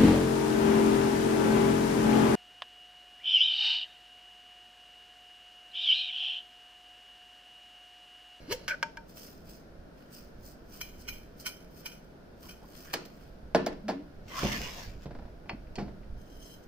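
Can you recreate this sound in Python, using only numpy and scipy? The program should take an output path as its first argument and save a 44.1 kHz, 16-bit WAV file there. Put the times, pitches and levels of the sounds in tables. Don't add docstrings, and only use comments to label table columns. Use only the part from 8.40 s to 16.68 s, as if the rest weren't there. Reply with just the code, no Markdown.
import sys
import numpy as np
from scipy import signal
from scipy.fft import rfft, irfft, next_fast_len
from scipy.io import wavfile
from scipy.ndimage import uniform_filter1d

SR = 44100
rng = np.random.default_rng(int(sys.argv[2]) if len(sys.argv) > 2 else 0)


def output_pcm(signal):
    pcm = np.clip(np.atleast_2d(signal).T, -1, 1) * 32767
    wavfile.write(sys.argv[1], SR, np.round(pcm).astype(np.int16))


N = 365086
TIME = np.arange(N) / SR

# peak_s, level_db, rise_s, fall_s, ring_db
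SPILLS = [(2.413, -37, 0.003, 0.0039, 3), (2.686, -35.5, 0.0031, 0.0042, 3),
          (3.062, -34, 0.0041, 0.013, -3), (3.458, -42.5, 0.0058, 0.021, -5.5),
          (3.527, -52.5, .001, 0.0044, -12), (4.089, -53, 0.005, 0.029, -11)]
# pitch_hz, level_db, t60_s
LID_MODES = [(976, -16, 0.1), (1380, -22, 0.1), (1920, -2, 0.068), (2400, 4.5, 0.15), (2780, -8, 0.075),
             (3080, 5.5, 0.1), (4080, -2.5, 0.12), (4600, -17, 0.23), (5160, -1, 0.14), (5900, -8.5, 0.14),
             (6430, -1.5, 0.097), (7740, -8.5, 0.16), (9370, -8, 0.08), (10800, -11, 0.22),
             (12950, -8, 0.2), (14300, -2, 0.25), (14950, -7, 0.22)]
# pitch_hz, width_hz, level_db
LID_AIR = [(954, 93, -4), (1487, 280, -4.5), (2347, 300, 0), (3083, 197, 3), (4320, 570, -11.5),
           (5350, 610, -2), (6285, 180, -1.5), (7740, 240, -8), (9350, 190, -4), (11080, 310, -15.5),
           (12900, 300, -7), (14900, 650, -9)]
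# frequency_hz, t60_s
ROOM_DECAY = [(100, 0.85), (400, 0.46), (1500, 0.3), (5000, 0.42), (15000, 0.019)]


def sliding_leaves():
    # peak_s, level_db, rise_s, fall_s, hollow_db
    slides = [(.7, -58, 0.015, 0.019, -10), (.775, -47.5, 0.019, 0.13, -13.5),
              (1.09, -53, 0.019, 0.075, -12.5), (1.578, -70, 0.015, 0.088, 2),
              (1.734, -51, 0.015, 0.082, -9), (2.068, -51.5, 0.033, 0.053, -16),
              (2.346, -52, 0.037, 0.064, -12), (2.614, -54.5, 0.039, 0.032, -21),
              (3.003, -47, 0.012, 0.022, -14), (3.396, -54, 0.055, 0.026, -11),
              (4.034, -54, 0.021, 0.072, -9.5), (4.38, -53, 0.077, 0.077, -8),
              (4.48, -58, 0.049, 0.065, -1.5), (4.539, -31, 0.0036, 0.0051, 1.5),
              (4.657, -56, .003, 0.01, -17), (4.82, -66.5, 0.24, 0.095, -0.5)]
    # frequency_hz, level_db
    scratch_colour = [(500, -24), (1500, -22), (2800, -8), (3700, -9), (4300, -2), (5300, 5.5), (5900, 0),
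                      (6300, 1.5), (7000, -7.5), (7800, -2), (11300, -9), (13000, -3), (14200, 3.5),
                      (15300, 4.5)]
    # pitch_hz, width_hz, level_db
    canister_air = [(1320, 390, 4), (1860, 99, -1.5), (2430, 320, 0), (3080, 380, 1), (4580, 590, -4)]
    clumps = uneven(1.5, size=200)
    flow = clumps * strokes([row[:-1] for row in slides])
    deep = clumps * strokes([(s, db + hollow_db, rise, fall) for s, db, rise, fall, hollow_db in slides])
    scratch = rubbed(flow, colour(scratch_colour), per_s=1500, spread_db=1.2, lag_ms=0.432, diffuse_db=0)
    cavity = hollow(canister_air, valley_db=-16)
    air = rubbed(deep, cavity, per_s=450, spread_db=1.2, lag_ms=0.432, diffuse_db=4)
    ticks = through(grains(180, 1.3) * flow, colour(scratch_colour, tilt_db=-1.5))
    rustle = patchy(gain_of(-1.5) * scratch + gain_of(-4) * air + gain_of(-8) * ticks, depth_db=2)
    room = np.array([through(side, reflections(ROOM_DECAY, 0.012)) for side in rustle])
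    return rustle + gain_of(-10) * room


def falling_leaves():
    impacts = grains(3000, 2.8)
    flow = sum(spill(*row[:-1]) for row in SPILLS)
    patter = through(impacts * flow, hollow(LID_AIR, valley_db=-22))
    out = gain_of(1) * place(patter, lag_ms=0.07, right_db=2, near_db=0, room_db=-20)
    for *clump, ring_db in SPILLS:
        drive = gain_of(ring_db) * impacts * spill(*clump)
        out += np.array([through(drive, clustered(LID_MODES, spread_hz=397)) for _ in range(2)])
    return out


def spill(s, db, rise_s, fall_s):
    return swell(s, db, rise_s, fall_s) + swell(s + 0.044, db - 21.5, rise_s=0.048, fall_s=0.065)


def stray_leaves():
    bouncing = sum(swell(s, db - 23, rise_s, fall_s=0.087) for s, db, rise_s, _, _ in SPILLS)
    ticks = through(grains(70, 1) * bouncing, hollow(LID_AIR, valley_db=-8))
    return place(ticks, lag_ms=0.07, right_db=1, near_db=-6, room_db=-20)


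def shifting_leaves():
    # peak_s, level_db, rise_s, fall_s, hold_s
    shifts = [(7.78, -72, 0.014, .04, 0.017), (7.92, -62, 0.052, 0.061, 0.12),
              (8.06, -59, 0.026, 0.05, 0.072), (8.228, -68, .006, .01, .006)]
    rubbing = grains(2000, 1.4) * strokes(shifts) * uneven(2, size=300)
    rings = np.array([through(rubbing, clustered(LID_MODES[5:], spread_hz=480)) for _ in range(2)])
    rustle = through(rubbing, hollow(LID_AIR[3:], valley_db=-20))
    rustle = place(rustle, lag_ms=0.43, right_db=0, near_db=-3, room_db=-15)
    return patchy(gain_of(-2) * rings + gain_of(-4.5) * rustle, depth_db=1.5)


def tin_on_tin():
    # peak_s, level_db, rise_s, fall_s
    rubs = [(.11, -41, 0.0065, 0.0099), (.126, -26.5, 0.0079, 0.0034), (.14, -54, 0.24, 0.2)]
    # frequency_hz, level_db
    rim_colour = [(240, -16), (400, -6), (489, 0.5), (775, -23.5), (918, -9), (991, -18), (1290, -17.5),
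                  (2240, -15), (2930, -11), (3660, -26), (4210, -11), (7440, -29), (15800, -31)]
    # peak_s, level_db, rise_s, fall_s, hold_s
    scrapes = [(.303, -30, 0.0082, 0.01, 0.012), (.335, -36, 0.0058, 0.0074, 0.0031)]
    # pitch_hz, width_hz, level_db
    scrape_notes = [(590, 70, -9), (1540, 140, 1.5), (1950, 260, -9), (2380, 130, -15), (3140, 160, -17),
                    (4550, 740, -26)]
    # start_s, length_s, first_hz, last_hz, level_db
    squeaks = [(.1, .04, 2780, 3000, -46), (.299, .023, 2330, 2400, -36.5), (.322, .028, 1500, 1570, -42)]
    # start_s, level_db, contact_s, tilt_db_per_octave, ring_db
    hits = [(.1245, -27.5, 0.012, 10, -43), (.2804, -27.5, 0.018, 5, -23), (.4282, -23, 0.00033, 2, -7),
            (.5712, -41, 0.0015, 3.5, -0.5), (5.2635, -38.5, .006, 9.5, -32), (5.328, -52, .005, 4, -30)]
    # frequency_hz, level_db
    click = [(150, -52), (500, 4.5), (1000, -5), (1500, 7.5), (2300, -0.5), (3100, -2), (3700, -15),
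             (5200, -8), (7000, -19), (10000, -31.5), (15000, -31)]
    # pitch_hz, level_db, t60_s
    modes = [(600, -15, 0.16), (912, -1, 0.125), (1411, -6, 0.08), (1530, -11, 0.16), (1635, 5.5, 0.04),
             (2000, -12, 0.05), (2370, -5, 0.055), (3050, -12, 0.06), (4320, -25, 0.11), (5450, -23, 0.2)]
    rub = through(grains(4000, 0.84) * strokes(rubs), colour(rim_colour))
    scrape = through(grains(3900, 0.55) * strokes(scrapes), hollow(scrape_notes, valley_db=-47))
    squeak = sum(rasp(row) for row in squeaks)
    clinks = blows(hits, click, modes, chatter=0.063)
    tin = gain_of(-2.5) * rub + gain_of(-4.5) * scrape + squeak + clinks
    return place(tin, lag_ms=0.053, right_db=0.5, near_db=-1, room_db=-17)


def draining_board():
    # frequency_hz, level_db
    click = [(60, -19), (120, -12), (190, 10.5), (330, 4), (480, -3), (630, 5.5), (800, 1), (1200, -10.5),
             (1500, -8.5), (2100, -14.5), (3200, -23.5), (5000, -23), (7000, -38), (10000, -49.5),
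             (15000, -53)]
    # pitch_hz, level_db, t60_s
    modes = [(192, -37, 0.47), (273, -23, 0.08), (361, -30, 0.3), (450, -25, 0.2), (490, -39, 0.5),
             (575, -9, .03), (630, 4, 0.024), (1045, -24, 0.07), (1480, -19, 0.03), (1756, -42, 0.29)]
    # frequency_hz, level_db
    sheet_colour = [(100, -15), (200, -3), (310, -2), (450, 1), (560, -5), (700, -5.5), (1000, -5),
                    (1250, -13), (1500, -11), (2500, -18), (5300, -29), (7000, -39), (15000, -33)]
    hits = landings() + rocking()
    clunks = place(blows(hits, click, modes, chatter=0.2), lag_ms=0.05, right_db=1, near_db=-8, room_db=-20)
    kicks = np.zeros(N)
    for s, db, *_ in hits:
        add(kicks, s, gain_of([db]))
    kicks = through(kicks, colour(sheet_colour))
    shudder = paired(*[through(kicks, reflections(ROOM_DECAY, 0.0066)) for _ in range(2)])
    return clunks + gain_of(13) * shudder


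def landings():
    # start_s, level_db, contact_s, tilt_db_per_octave, ring_db, edge_lead_s
    knocks = [(4.539, -27, 0.01, 6.5, -7, 0.006), (4.653, -46, 0.0053, 12, -5, 0.00049),
              (5.1486, -14, 0.0079, -0.65, 7, 0.0007), (5.267, -24.5, 0.0087, 3, 2, 0.0037),
              (5.489, -24.5, 0.018, 0.5, -2.5, .0065), (7.384, -36.5, 0.031, 0.5, -9, 0.00075),
              (7.481, -43.5, 0.0086, -1, -7, 0.001)]
    edges = [(s - lead_s, db - 9, contact_s, tilt + 5, -12) for s, db, contact_s, tilt, _, lead_s in knocks]
    return edges + [row[:-1] for row in knocks]


def rocking(start_s=6.709, first_db=-41.5, step_db=-1.8, count=6):
    contact_s, tilt_db, ring_db = 0.0069, 0.5, -6
    gaps_s = 0.042 * 0.9 ** np.arange(count)
    return [(start_s + gaps_s[:k].sum(), first_db + k * step_db, contact_s, tilt_db, ring_db)
            for k in range(count)]


def dragged_teapot():
    # peak_s, level_db, rise_s, fall_s, hold_s
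    drags = [(5.89, -62, 0.01, 0.038, 0.053), (5.985, -44.5, 0.034, 0.19, 0.1),
             (6.13, -56, 0.024, 0.008, 0.024), (6.26, -62, 0.035, 0.056, 0.022),
             (6.39, -55.5, 0.04, 0.087, 0.0074), (6.634, -63, 0.016, 0.017, 0.0026)]
    # frequency_hz, level_db
    hiss_colour = [(800, -13.5), (2000, -2), (2900, -1), (3900, -5.5), (5300, -0.5), (6800, -7),
                   (7800, -15.5), (10000, -21), (15000, -14)]
    # frequency_hz, level_db
    body_colour = [(100, 0), (300, 0), (650, 0), (800, -5.5), (1080, 3.5), (1300, -7), (1800, 0),
                   (3000, -10), (8000, -49)]
    # start_s, length_s, first_hz, last_hz, level_db
    catches = [(5.914, 0.12, 1080, 1090, -41.5), (5.978, 0.026, 1366, 1424, -32),
               (6.21, .1, 2790, 2890, -45.5), (6.258, 0.047, 907, 1030, -42),
               (6.358, 0.067, 763, 888, -41.5)]
    pressure = strokes(drags)
    catching = uneven(1, size=400) * pressure
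    hiss = rubbed(catching, colour(hiss_colour), per_s=3000, spread_db=-0.5, lag_ms=0.404, diffuse_db=7.5)
    grit = gain_of(2) * through(grains(260, 1.5) * pressure, colour(hiss_colour))
    judder = uneven(2.1) * pressure
    body = rubbed(judder, colour(body_colour), per_s=1300, spread_db=-2, lag_ms=0.23, diffuse_db=4)
    rasps = place(sum(rasp(row) for row in catches), lag_ms=0.062, right_db=0, near_db=3, room_db=-5)
    scrape = patchy(gain_of(-3) * (hiss + grit) + gain_of(-1) * body, depth_db=3, size=1024)
    return scrape + gain_of(-9) * rasps


def teapot_lid():
    # start_s, level_db, contact_s, tilt_db_per_octave, ring_db
    hits = [(7.058, -47, 0.013, -5.5, -26), (7.089, -53, 0.0049, 10, -19), (7.0945, -31, 0.0024, 5.5, -15),
            (7.108, -40.5, 0.02, -3, -31), (7.27, -63, 0.0039, 8, -15), (7.356, -41, 0.0037, 21.5, -6),
            (7.3855, -35.5, 0.0013, -2, -19), (7.408, -49, .004, -2, -11), (7.632, -63, 0.0033, 9, -8)]
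    # frequency_hz, level_db
    click = [(150, 2), (800, 13.5), (1400, 2), (2500, 7), (3700, -19), (4700, -14), (7000, -37),
             (15000, -88)]
    # pitch_hz, level_db, t60_s
    modes = [(650, 2, 0.07), (950, 2, .05), (1905, -7, 0.1), (2360, 6, 0.021), (3090, -10, 0.11),
             (3190, -11, .08), (4370, -8, 0.15), (4440, -11, .11), (4950, -13, .13)]
    chinks = blows(hits, click, modes, chatter=0.87)
    return place(chinks, lag_ms=0.053, right_db=0, near_db=-4.5, room_db=-17)


def handling_bumps():
    # start_s, level_db, contact_s, tilt_db_per_octave, ring_db
    hits = [(6.031, -25, 0.019, 1.5, -3.5), (6.049, -28.5, 0.013, 1, -7), (6.207, -38.5, 0.0067, 3.5, -11),
            (6.658, -35.5, 0.01, 2.5, -1.5), (7.379, -32.5, 0.04, -2.5, -3.5),
            (7.462, -38.5, 0.012, 1.5, 5)]
    # frequency_hz, level_db
    thud = [(25, -9.5), (55, -0.5), (90, -9.5), (180, 4), (400, -2.5), (800, -13), (1400, -28.5),
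            (5000, -39), (15000, -79)]
    # pitch_hz, level_db, t60_s
    modes = [(50.7, 7.5, 0.13), (143, 6.5, 0.085), (192, -17, 0.16), (580, -22, 0.37)]
    bumps = blows(hits, thud, modes, chatter=0.18)
    return place(bumps, lag_ms=0.07, right_db=2.5, near_db=-8, room_db=-11)


def handling_tones():
    # start_s, length_s, first_hz, last_hz, level_db
    glides = [(0.08, .045, 272.5, 440, -41), (.119, .038, 480, 510, -38), (5.2, .16, 255, 298, -47),
              (5.432, 0.08, 205, 222, -40), (5.52, .115, 265, 297, -42), (7.13, 0.026, 150, 272, -41)]
    # start_s, length_s, first_hz, last_hz, level_db
    grips = [(4.039, 0.039, 1097, 994, -60.5), (4.218, 0.041, 510, 924, -53.5),
             (4.463, 0.061, 1700, 1710, -59)]
    tones = sum(glide(*row) for row in glides) + sum(rasp(row, width_hz=170) for row in grips)
    return place(tones, lag_ms=0.05, right_db=0, near_db=-18, room_db=-19)


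def background():
    # frequency_hz, level_db
    murmur_colour = [(20, -8), (55, 2), (90, -9.5), (165, 2), (330, -2.5), (520, -5), (630, -4),
                     (800, -12.5), (1200, -18), (1450, -12.5), (2000, -23), (3600, -28.5), (5200, -28),
                     (7500, -40.5), (15000, -39)]
    rumble_colour = [(20, -1), (55, -2.5), (100, -10), (250, -22), (1000, -100)]
    murmur = paired(*[evened(through(rng.standard_normal(N), colour(murmur_colour))) for _ in range(2)])
    level = gain_of(-56.5) + swell(6.0, -55, rise_s=0.25, fall_s=0.27, hold_s=1.55)
    rumble = level * uneven(3.5, size=6000) * through(rng.standard_normal(N), colour(rumble_colour))
    return gain_of(-52.5) * murmur + rumble * gain_of([[-1.5], [1.5]])


def blows(rows, click, modes, chatter):
    out, t, body = np.zeros(N), TIME[:SR // 2], ring(modes)
    for s, db, contact_s, tilt_db, ring_db in rows:
        contact = np.exp(-t / contact_s)
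        force = chatter * rng.standard_normal(len(t)) * contact
        force[0] = 1
        clack = crested(through(whitened(force), colour(click, tilt_db)))
        tone = crested(body * (1 - contact))
        add(out, s, gain_of(db) * crested(clack + gain_of(ring_db) * tone))
    return out


def rubbed(flow, response, per_s, spread_db, lag_ms, diffuse_db):
    shared, a, b = (through(grains(per_s, spread_db) * flow, response) for _ in range(3))
    late = np.interp(TIME - lag_ms / 1000, TIME, shared)
    return np.array([late, shared]) + gain_of(diffuse_db) * paired(a, b)


def grains(per_s, spread_db):
    size = gain_of(spread_db * np.minimum(rng.exponential(1, N), 4))
    return evened(size * rng.standard_normal(N) * (rng.random(N) < per_s / SR))


def glide(s, length_s, first_hz, last_hz, db):
    out, progress = np.zeros(N), np.linspace(0, 1, round(length_s * SR))
    hz = first_hz + (last_hz - first_hz) * np.sin(np.pi / 2 * progress) ** 2
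    arch = abs(np.sin(np.pi * progress)) ** 0.49
    unsteady = uneven(1.5, size=300)[:len(hz)]
    add(out, s, np.sqrt(2) * gain_of(db) * arch * unsteady * np.sin(2 * np.pi * np.cumsum(hz) / SR))
    return out


def rasp(row, width_hz=120):
    wobble = signal.sosfilt(signal.butter(2, width_hz, fs=SR, output="sos"), rng.standard_normal(N))
    return glide(*row) * evened(wobble)


def swell(s, db, rise_s, fall_s, hold_s=0, curve=1):
    out, heard = np.zeros(N), (TIME > s - 10 * rise_s) & (TIME < s + hold_s + 10 * fall_s)
    before = np.maximum(s - TIME[heard], 0) / rise_s
    after = np.maximum(TIME[heard] - s - hold_s, 0) / fall_s
    out[heard] = gain_of(db) * np.exp(-before - after ** curve)
    return out


def strokes(rows):
    return sum(swell(*row, curve=1.49) for row in rows)


def uneven(depth_db, size=700):
    return gain_of(depth_db * evened(uniform_filter1d(uniform_filter1d(rng.standard_normal(N), size), size)))


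def patchy(x, depth_db, size=512):
    spectra = signal.stft(x, nperseg=size)[2]
    patches = rng.standard_normal(spectra.shape[:0:-1]).T
    for _ in range(2):
        patches = uniform_filter1d(uniform_filter1d(patches, size=3, axis=0), size=5, axis=1)
    gains = evened(gain_of(depth_db * evened(patches)))
    return signal.istft(spectra * gains, nperseg=size)[1][:, :N]


def ring(modes):
    t = TIME[:SR // 2]
    response = sum((-1) ** k * gain_of(db - 60 * t / t60) * np.sin(2 * np.pi * hz * t)
                   for k, (hz, db, t60) in enumerate(modes))
    return response / np.linalg.norm(response)


def clustered(modes, spread_hz, count=8):
    t, response = TIME[:SR // 4], 0
    for hz, db, t60 in modes:
        partners = hz + spread_hz * hz / (hz + 8000) * rng.uniform(-1, 1, (count, 1))
        cluster = np.sin(2 * np.pi * (partners * t + rng.random((count, 1)))).sum(0)
        response = response + evened(cluster * gain_of(-60 * t / t60)) * gain_of(db) * np.sqrt(t60)
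    return response / np.linalg.norm(response)


def hollow(peaks, valley_db, size=4096):
    hz = abs(np.fft.fftfreq(size, 1 / SR))
    humps = sum(gain_of(db) * np.exp(-((hz - centre) / width) ** 2) for centre, width, db in peaks)
    return causal(gain_of(valley_db) + humps)


def colour(points, tilt_db=0, size=4096):
    hz = abs(np.fft.fftfreq(size, 1 / SR))
    return causal(gain_of(read(points, hz) + tilt_db * np.log2(np.maximum(hz, 100))))


def whitened(force, size=4096):
    power = uniform_filter1d(abs(np.fft.fft(force, size)) ** 2, size=13, mode="wrap")
    return through(force, causal(1 / np.sqrt(power)))


def causal(gain):
    log_spectrum = np.conj(signal.hilbert(np.log(gain)))
    response = np.fft.ifft(np.exp(log_spectrum)).real[:len(gain) // 2]
    return response / np.linalg.norm(response)


def place(x, lag_ms, right_db, near_db, room_db):
    late = np.interp(TIME - lag_ms / 1000, TIME, x)
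    echoes = [gain_of(near_db) * reflections([(1000, 0.03)], 0.0014)
              + gain_of(room_db) * reflections(ROOM_DECAY, 0.0089) for _ in range(2)]
    wet = np.array([through(x, side) for side in paired(*echoes)])
    return np.array([late * gain_of(-right_db / 2), x * gain_of(right_db / 2)]) + wet


def reflections(t60s, start_s):
    taps = rng.choice([-1., 1.], SR // 2) * (rng.random(SR // 2) < 0.12) * (TIME[:SR // 2] > start_s)
    hz, t, spectra = signal.stft(taps, SR, nperseg=256)
    decay = gain_of(-60 * t / read(t60s, hz)[:, None])
    tail = signal.istft(spectra * decay, SR, nperseg=256)[1]
    return tail / np.linalg.norm(tail)


def paired(a, b):
    # frequency_hz, correlation
    likeness = [(30, 0.71), (150, 1), (400, 0.5), (1000, 0), (3000, 0), (15000, 0.073)]
    size = next_fast_len(len(a), real=True)
    same = np.clip(read(likeness, np.fft.rfftfreq(size, 1 / SR)), -1, 1)
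    right = irfft(same * rfft(a, size) + np.sqrt(1 - same ** 2) * rfft(b, size), size)
    return np.array([a, right[:len(a)]])


def gain_of(db):
    return 10 ** (np.asarray(db) / 20)


def evened(x):
    return x / np.sqrt(np.mean(x ** 2) + 1e-20)


def crested(x, size=176):
    return x / np.sqrt(uniform_filter1d(x ** 2, size).max() + 1e-20)


def read(points, hz):
    f, value = np.transpose(points)
    return np.interp(np.log(hz + 1), np.log(f + 1), value)


def add(mix, s, sound):
    part = mix[max(round(s * SR), 0):][:len(sound)]
    part += sound[:len(part)]


def through(x, response):
    return signal.oaconvolve(x, response)[:len(x)]


def scene():
    chinks = teapot_lid()
    handling = handling_bumps() + handling_tones()
    leaves = sliding_leaves() + falling_leaves() + stray_leaves() + shifting_leaves()
    return leaves + tin_on_tin() + draining_board() + dragged_teapot() + chinks + handling + background()


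def record(dry):
    low_pass = signal.firwin(511, 15580, window=("kaiser", 9), fs=SR)
    return signal.oaconvolve(dry, low_pass[None], "same")


dry = scene()
out = record(dry)
output_pcm(out)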